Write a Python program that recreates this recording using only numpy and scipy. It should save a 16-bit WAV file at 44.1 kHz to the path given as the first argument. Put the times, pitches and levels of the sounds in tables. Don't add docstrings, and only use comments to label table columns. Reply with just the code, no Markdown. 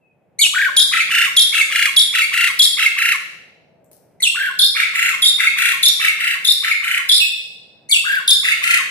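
import sys
import numpy as np
from scipy import signal
from scipy.fft import rfft, irfft, next_fast_len
from scipy.io import wavfile
from scipy.ndimage import uniform_filter1d, minimum_filter1d, map_coordinates

SR = 44100
rng = np.random.default_rng(int(sys.argv[2]) if len(sys.argv) > 2 else 0)


def materialize(psi):
    bounded = np.clip(np.atleast_2d(psi).T, -1, 1)
    quanta = np.round(bounded * 32767).astype(np.int16)
    wavfile.write(sys.argv[1], SR, quanta)


N = 392490
TOP_HZ = 14650


def amp(db):
    return 10 ** (np.asarray(db) / 20)


def unit(x):
    return x / np.sqrt(np.mean(x ** 2) + 1e-20)


def along(points, hz):
    point_hz, value = np.transpose(points)
    return np.interp(np.log(hz + 1), np.log(point_hz + 1), value)


def at_time(points, s):
    return np.interp(s, *np.transpose(points))


def wobble(knots_per_s, size):
    knots = rng.standard_normal(size // 8 + 4)
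    return map_coordinates(knots, [np.arange(size) * knots_per_s / SR], mode="mirror")


def filtered(x, response):
    size = x.shape[-1]
    padded = next_fast_len(size + SR // 8)
    spectrum = rfft(x, padded) * response(np.fft.rfftfreq(padded, 1 / SR))
    return irfft(spectrum, padded)[..., :size]


def add(track, s, sound):
    part = track[:, round(s * SR):][:, :sound.shape[1]]
    part += sound[:, :part.shape[1]]


def ramp(t, span_s):
    return np.clip(t / span_s, 0, 1)


def arch(t, attack_s, release_s):
    return np.minimum(ramp(t, attack_s), ramp(t[-1] - t, release_s))


# (frequency [Hz], relative density [dB])
TRAFFIC_SPECTRUM = [(25, -34), (50, -23.5), (90, -12.5), (160, -1.5), (280, -11.5), (500, -6), (720, -9),
                    (1100, -24.5), (2400, -28.5), (5000, -54)]
# (time [s], level [dB])
TRAFFIC_LEVEL = [(0, -64.5), (.8, -52.5), (3.8, -57), (5.5, -52.5), (7.401, -58), (8.9, -51.5)]


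def traffic(side_db=-6, hiss_db=-86):
    hum = filtered(rng.standard_normal((2, N)), lambda hz: amp(along(TRAFFIC_SPECTRUM, hz)))
    mid, side = hum * amp([[0], [side_db]])
    stereo = unit(np.array([mid + side, mid - side]))
    level_db = at_time(TRAFFIC_LEVEL, np.arange(N) / SR)
    return amp(level_db) * stereo + amp(hiss_db) * rng.standard_normal((2, N))


# (frequency [Hz], time to fall 60 dB [s])
ROOM_T60 = [(1000, 0.65), (2700, .78), (5000, 0.87), (8000, 0.61), (14000, 0.54)]
# (frequency [Hz], gain [dB])
ROOM_COLOUR = [(1300, -1), (3500, -2), (7000, -1.5), (14000, -3.5)]
# (time [s], lead of the left port [ms])
PERCH_LEAD = [(0, .05), (4, .06), (4.5, .09), (7.4, .09), (7.8, .2)]


def paths(s, direct_db, cage_db=-7, cage_life_s=0.0023, wall_db=-7, wall_life_s=0.042,
          room_db=-3.5, gap_s=0.0049):
    size = SR * 3 // 4
    t = np.arange(size) / SR
    hz, frame_s, noise = signal.stft(rng.standard_normal((2, size)), SR, nperseg=256)
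    decay = amp(-60 * frame_s / along(ROOM_T60, hz)[:, None])
    tail = signal.istft(noise * decay, SR, nperseg=256)[1][:, :size] * (t > gap_s)
    cage = rng.standard_normal((2, size)) ** 3 * t * np.exp(-2 * t / cage_life_s)
    walls = rng.standard_normal((2, size)) ** 5 * (t > gap_s) * np.exp(-t / wall_life_s)
    room = amp(wall_db) * unit(walls) + amp(room_db) * unit(tail)
    room = filtered(room, lambda hz: amp(along(ROOM_COLOUR, hz)))
    echoes = (amp(cage_db) * unit(cage) + room) / np.sqrt(size)
    lead = round(at_time(PERCH_LEAD, s) * SR / 1000)
    direct = np.array([t == 0, np.arange(size) == lead])
    return echoes + amp(direct_db) * direct


# (time [s], length [s], first pitch [Hz], last pitch [Hz], level before the room [dB])
FAINT_TONES = [(0, .14, 2673, 2447, -61), (0.604, 0.16, 590, 607.5, -49.5), (1.417, 0.48, 590, 508, -55),
               (3.56, 0.52, 700, 596, -58)]


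def faint_tones(waver_hz=24):
    track = np.zeros((2, N))
    for s, length_s, first_hz, last_hz, level_db in FAINT_TONES:
        size = round(length_s * SR)
        pitch_hz = np.linspace(first_hz, last_hz, size) + waver_hz * wobble(58, SR)[:size]
        tone = np.sin(2 * np.pi * np.cumsum(pitch_hz) / SR) * signal.windows.tukey(size)
        heard = signal.fftconvolve(tone[None], paths(s, direct_db=-4), axes=1)
        add(track, s, amp(level_db) * heard)
    return track


def flick_train(first_s, gap_s, top_hz, count, quicken=1, tire_hz=0):
    k = np.arange(count)
    gaps_s = gap_s * quicken ** k
    times_s = first_s + np.cumsum(gaps_s) - gaps_s
    return list(zip(times_s, top_hz - tire_hz * (k / max(count - 1, 1)) ** 2))


def syrinx(length_s, gesture, flicks, colour, overtone_db, rise_s, fall_s, accent_db, bright_db, jitter,
           rasp_db, lag_s, attack_s=0.003, release_s=0.003, uneven_db=1.5, uneven_top=0.04053, detune=0.0073):
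    size = round(length_s * SR) + 1
    t = np.arange(size) / SR
    pitch_hz, level_db = gesture(t)
    push = np.zeros(size)

    def snap(s):
        return 1 / np.cosh(np.clip((t - s) / np.where(t < s, rise_s, fall_s), -20, 20))

    for s, top_hz in flicks:
        flick_hz = top_hz * (1 + uneven_top * rng.standard_normal())
        pitch_hz = pitch_hz + (flick_hz - pitch_hz) * snap(s)
        air = snap(s + lag_s)
        push += air
        level_db = level_db + (accent_db + uneven_db * rng.standard_normal()) * air
    pitch_hz = pitch_hz * (1 + detune * rng.standard_normal() + jitter * wobble(700, SR // 2)[:size])
    phase = 2 * np.pi * np.cumsum(pitch_hz) / SR
    buzz_db = overtone_db + bright_db * push
    k = np.arange(1, 13)[:, None]
    partial_hz = k * pitch_hz
    gains = amp(along(colour, partial_hz) + buzz_db * (k > 1)) * (partial_hz < SR / 2)
    tone = np.sum(gains * np.sin(k * phase), axis=0)
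    floor_hz = np.median(pitch_hz)
    rasp = filtered(rng.standard_normal(SR // 2),
                    lambda hz: amp(along(colour, hz)) * (hz > floor_hz) * (hz < TOP_HZ))
    voice = tone + amp(rasp_db + buzz_db) * unit(rasp)[:size]
    return arch(t, attack_s, release_s) * amp(level_db) * voice


def burst(size, life_s, corner_hz):
    hiss = filtered(rng.standard_normal(SR // 2),
                    lambda hz: hz ** 2 / (hz ** 2 + corner_hz ** 2) * (hz < TOP_HZ))
    return unit(hiss)[:size] * np.exp(-np.arange(size) / SR / life_s)


def bars(x, reflect=0.98, reach_s=0.0027, corner_hz=4500, count=4):
    delays_s = reach_s * rng.uniform(.25, 1, (count, 1))

    def comb(hz):
        share = reflect * hz ** 2 / (hz ** 2 + corner_hz ** 2)
        echoes = np.exp(-2j * np.pi * hz * delays_s).sum(axis=0)
        return (1 + share * echoes) / np.sqrt(1 + count * share ** 2)

    return filtered(x, comb)


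# (time [s], added to the direct sound [dB])
FACING = [(.5, -3), (3, -1), (4.4, -5.5), (5.5, -3.5), (6.8, -5.5), (8.6, -3)]


def notes(table, gesture, colour, flicks=(), direct_db=0, rise_s=0.0025, fall_s=0.0039, accent_db=0,
          bright_db=0, jitter=0.0057, rasp_db=-32, lag_s=0.00058, pop_db=-60, pop_life_s=0.001, pop_hz=2500):
    track = np.zeros((2, N))
    for s, length_s, level_db, overtone_db, *fade in table:
        note = syrinx(length_s, lambda t: gesture(t, *fade), flicks, colour, overtone_db, rise_s, fall_s,
                      accent_db, bright_db, jitter, rasp_db, lag_s)
        size = len(note)
        note = bars(unit(note) + amp(pop_db) * burst(size, pop_life_s, pop_hz))
        room = paths(s, direct_db + at_time(FACING, s))
        heard = signal.fftconvolve(note[None], room, axes=1)
        add(track, s, amp(level_db) * heard / np.std(heard[:, :size]))
    return track


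def peep(t, top_hz=2320, scoop_hz=500, scoop_s=0.0055, attack_s=0.0064, release_s=0.004, swell_db=18):
    return top_hz - scoop_hz * np.exp(-t / scoop_s), swell_db * arch(t, attack_s, release_s)


# (frequency [Hz], gain [dB])
SLIDE_COLOUR = [(2000, -4.5), (3000, 2.5), (3900, -6), (4600, -9.5), (5300, -10), (7000, -4), (9000, -4.5),
                (12000, -12.5), (14500, -35.5)]
# (time [s], length [s], level [dB], overtones [dB])
PEEPS = [(.386, 0.024, -17, 7.5), (4.2, 0.0097, -31, -4), (7.887, 0.022, -24.5, 1)]


def peeps():
    return notes(PEEPS, peep, SLIDE_COLOUR, direct_db=-2, rasp_db=-29.5)


def slide(t, start_hz=4000, overshoot_hz=950, settle_s=.005, fall_hz_per_s=35000, bottom_hz=2400,
          fade_db_per_s=340):
    pitch_hz = start_hz + overshoot_hz * np.exp(-t / settle_s) - fall_hz_per_s * t
    return np.maximum(pitch_hz, bottom_hz), -fade_db_per_s * t


# (time [s], length [s], level [dB], overtones [dB])
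SLIDES = [(.409, .058, -9, -3.5), (4.222, .06, -12, -7.5), (7.911, 0.06, -10, -8)]


def slides():
    flicks = flick_train(first_s=.051, gap_s=0, top_hz=2803, count=1)
    return notes(SLIDES, slide, SLIDE_COLOUR, flicks, direct_db=1.5, rise_s=.0025, fall_s=.012,
                 accent_db=12, jitter=0.01, rasp_db=-21.5, pop_db=-5.5)


def hook(t, pitch_hz, effort_db, hook_db, hook_s=.02, hook_hz=1090, break_s=0.0041, break_db=10):
    since_s = t - (t[-1] - hook_s)
    late = ramp(since_s, break_s)
    dip_db = break_db * np.exp(-(since_s / break_s) ** 2)
    return pitch_hz + (hook_hz - pitch_hz) * late, effort_db + (hook_db - effort_db) * late - dip_db


def warble(t, low_hz=1020, lift_hz=600, roundness=0.61, swell_db=12, span=1.06):
    effort = np.abs(np.sin(np.pi * t / (span * t[-1]))) ** roundness
    return hook(t, low_hz + lift_hz * effort, swell_db * effort, hook_db=5.5)


# (frequency [Hz], gain [dB])
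WARBLE_COLOUR = [(1000, -13), (1400, -2), (1700, -1), (2300, -7), (3000, -9.5), (4500, -26), (7000, -33),
                 (11000, -29), (14500, -30.5)]
# (time [s], length [s], level [dB], overtones [dB])
WARBLES = [(.534, .168, -15.5, -7.5), (4.344, .172, -20, -5), (8.038, .178, -18, -3)]


def warbles():
    flicks = flick_train(first_s=.02, gap_s=.032, top_hz=2448, count=4)
    return notes(WARBLES, warble, WARBLE_COLOUR, flicks, direct_db=5.0, rise_s=.0022, fall_s=.0028,
                 accent_db=-1, bright_db=9, jitter=0.011, lag_s=0, rasp_db=-30.0)


def shrill(t, fade_db_per_s, hold_hz=3300, overshoot_hz=220, settle_s=.005, step_hz=260, step_at_s=.026,
           step_s=.011):
    settling_hz = overshoot_hz * np.exp(-t / settle_s)
    return hold_hz + settling_hz + step_hz * ramp(t - step_at_s, step_s), -fade_db_per_s * t


# (frequency [Hz], gain [dB])
CALL_COLOUR = [(3000, -1), (3500, 4.5), (4400, -4.5), (5500, -4), (6200, -19), (7100, -5), (8600, -11),
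               (10000, -2.5), (11200, -7), (12300, -22), (13600, -15.5), (15000, -14.5)]
# (time [s], length [s], level [dB], overtones [dB], fade [dB/s, negative swells])
SHRILLS = [(.765, .066, -6, -6.5, 120), (1.365, .073, -6, -4.5, 128), (1.963, .074, -6.5, -6, 120),
           (2.591, 0.067, -5, -4, 9.5), (4.589, 0.08, -9.5, -9, 30), (5.219, .08, -9.5, -5.5, -28),
           (5.828, .068, -8, -6, 40), (6.446, 0.082, -10, -5, -20), (7.089, .1, -9.5, -7.5, 40),
           (8.276, 0.06, -6.5, -5.5, 60)]


def shrills():
    flicks = flick_train(first_s=.0005, gap_s=.0315, top_hz=5646, count=6, quicken=.78, tire_hz=920)
    return notes(SHRILLS, shrill, CALL_COLOUR, flicks, direct_db=1.5, rise_s=.0017, fall_s=.0018,
                 accent_db=1, bright_db=8, jitter=0.0032, rasp_db=-30, pop_db=-5.5)


def short_trill(t, low_hz=1000, lift_hz=290, attack_s=.018, swell_db=13, grow_db_per_s=50, leap_at_s=.08,
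                leap_s=.01, leap_hz=560, climb_hz_per_s=12000, release_s=.012):
    after_s = np.maximum(t - leap_at_s, 0)
    pitch_hz = low_hz + lift_hz * ramp(t, attack_s)
    pitch_hz = pitch_hz + leap_hz * ramp(after_s, leap_s) + climb_hz_per_s * after_s
    return pitch_hz, swell_db * arch(t, attack_s, release_s) + grow_db_per_s * t


# (frequency [Hz], gain [dB])
LOW_COLOUR = [(1000, -8), (1350, -8), (1700, -1.5), (2150, 6.5), (2900, -0.5), (3800, -10), (4900, -17.5),
              (5700, -18), (8000, -16), (11000, -17.5), (14500, -25.5)]
# (time [s], length [s], level [dB], overtones [dB])
SHORT_TRILLS = [(.912, 0.12, -15, -3.5), (1.521, .11, -13, 4), (2.127, 0.13, -14.5, 3),
                (2.769, .11, -13, 1), (4.743, 0.1, -16, -3.5), (5.379, 0.11, -13.5, -2.5),
                (5.990, 0.115, -14.5, -0.5), (6.622, 0.11, -16.5, -4), (8.428, 0.11, -15, -2)]


def short_trills():
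    flicks = flick_train(first_s=.02, gap_s=.0337, top_hz=2817, count=3)
    return notes(SHORT_TRILLS, short_trill, LOW_COLOUR, flicks, direct_db=-0.5, rise_s=.0018, fall_s=0.0033,
                 accent_db=7.0, jitter=.008, rasp_db=-50.5, lag_s=0.005)


def long_trill(t, low_hz=1010, lift_hz=250, bow_hz=100, attack_s=.018, sag_s=.042, onset_db=13, swell_db=6.0):
    bow = np.sin(np.pi * t / t[-1])
    pitch_hz = low_hz + lift_hz * arch(t, attack_s, sag_s) + bow_hz * bow
    return hook(t, pitch_hz, onset_db * ramp(t, attack_s) + swell_db * bow, hook_db=12.5)


# (time [s], length [s], level [dB], overtones [dB])
LONG_TRILLS = [(1.091, 0.2, -14, -2.5), (1.699, .2, -15, 0), (2.316, 0.2, -14.5, -1),
               (2.963, .2, -15, -3.5), (4.933, 0.22, -16, -3.5), (5.561, 0.19, -15, -2),
               (6.183, .186, -18, -4.5), (6.820, .19, -18, -6.5), (8.616, .2, -13.5, -2.5)]


def long_trills():
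    flicks = flick_train(first_s=.0205, gap_s=.0355, top_hz=2951, count=5, quicken=0.96, tire_hz=118)
    return notes(LONG_TRILLS, long_trill, LOW_COLOUR, flicks, direct_db=2, rise_s=.0018, fall_s=.0033,
                 accent_db=5.5, bright_db=4.5, jitter=.009, rasp_db=-40.5, lag_s=.0035)


# (frequency [Hz], gain [dB])
TICK_COLOUR = [(2000, -16), (5000, -19), (9000, -1), (15000, -5.5)]
# (time [s], relative level [dB])
TICKS = [(3.8435, -29), (3.9146, -18), (3.931, -15.5)]


def ticks(life_s=0.00084, gain_db=-14):
    track = np.zeros((2, N))
    t = np.arange(SR // 16) / SR
    for s, level_db in TICKS:
        noise = filtered(rng.standard_normal(len(t)), lambda hz: amp(along(TICK_COLOUR, hz)))
        tick = unit(noise) * np.exp(-t / life_s)
        heard = signal.fftconvolve(tick[None], paths(s, direct_db=-13.5), axes=1)
        add(track, s, amp(level_db + gain_db) * heard)
    return track


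def whistle(t, hold_hz=2590, attack_s=0.0021, swell_db=12, fade_db_per_s=100):
    return np.full(len(t), hold_hz), swell_db * ramp(t, attack_s) - fade_db_per_s * t


# (time [s], length [s], level [dB], overtones [dB])
WHISTLES = [(7.202, .055, -14.5, -1.5)]


def whistles():
    flicks = flick_train(first_s=0.0065, gap_s=0, top_hz=2892, count=1)
    return notes(WHISTLES, whistle, LOW_COLOUR, flicks, direct_db=1, jitter=0.0015, rasp_db=-45)


def starling():
    return peeps() + slides() + warbles() + shrills() + short_trills() + long_trills() + whistles()


# (frequency [Hz], left minus right [dB])
LEFT_BIAS = [(1300, 2.5), (2500, -.5), (5000, 0), (9000, 4.5), (13000, 7)]


def scene():
    bird = filtered(starling() + ticks(), lambda hz: amp(np.outer([.5, -.5], along(LEFT_BIAS, hz))))
    return bird + traffic() + faint_tones()


def record(dry, top=0.89, hold_s=0.00039):
    size = max(round(hold_s * SR), 1)
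    needed = top / np.maximum(np.abs(dry).max(axis=0), top)
    held = dry * uniform_filter1d(minimum_filter1d(needed, size), size)
    return filtered(held, lambda hz: amp(-np.clip((hz - TOP_HZ) / 12, 0, 120)))


dry = scene()
out = record(dry)
materialize(out)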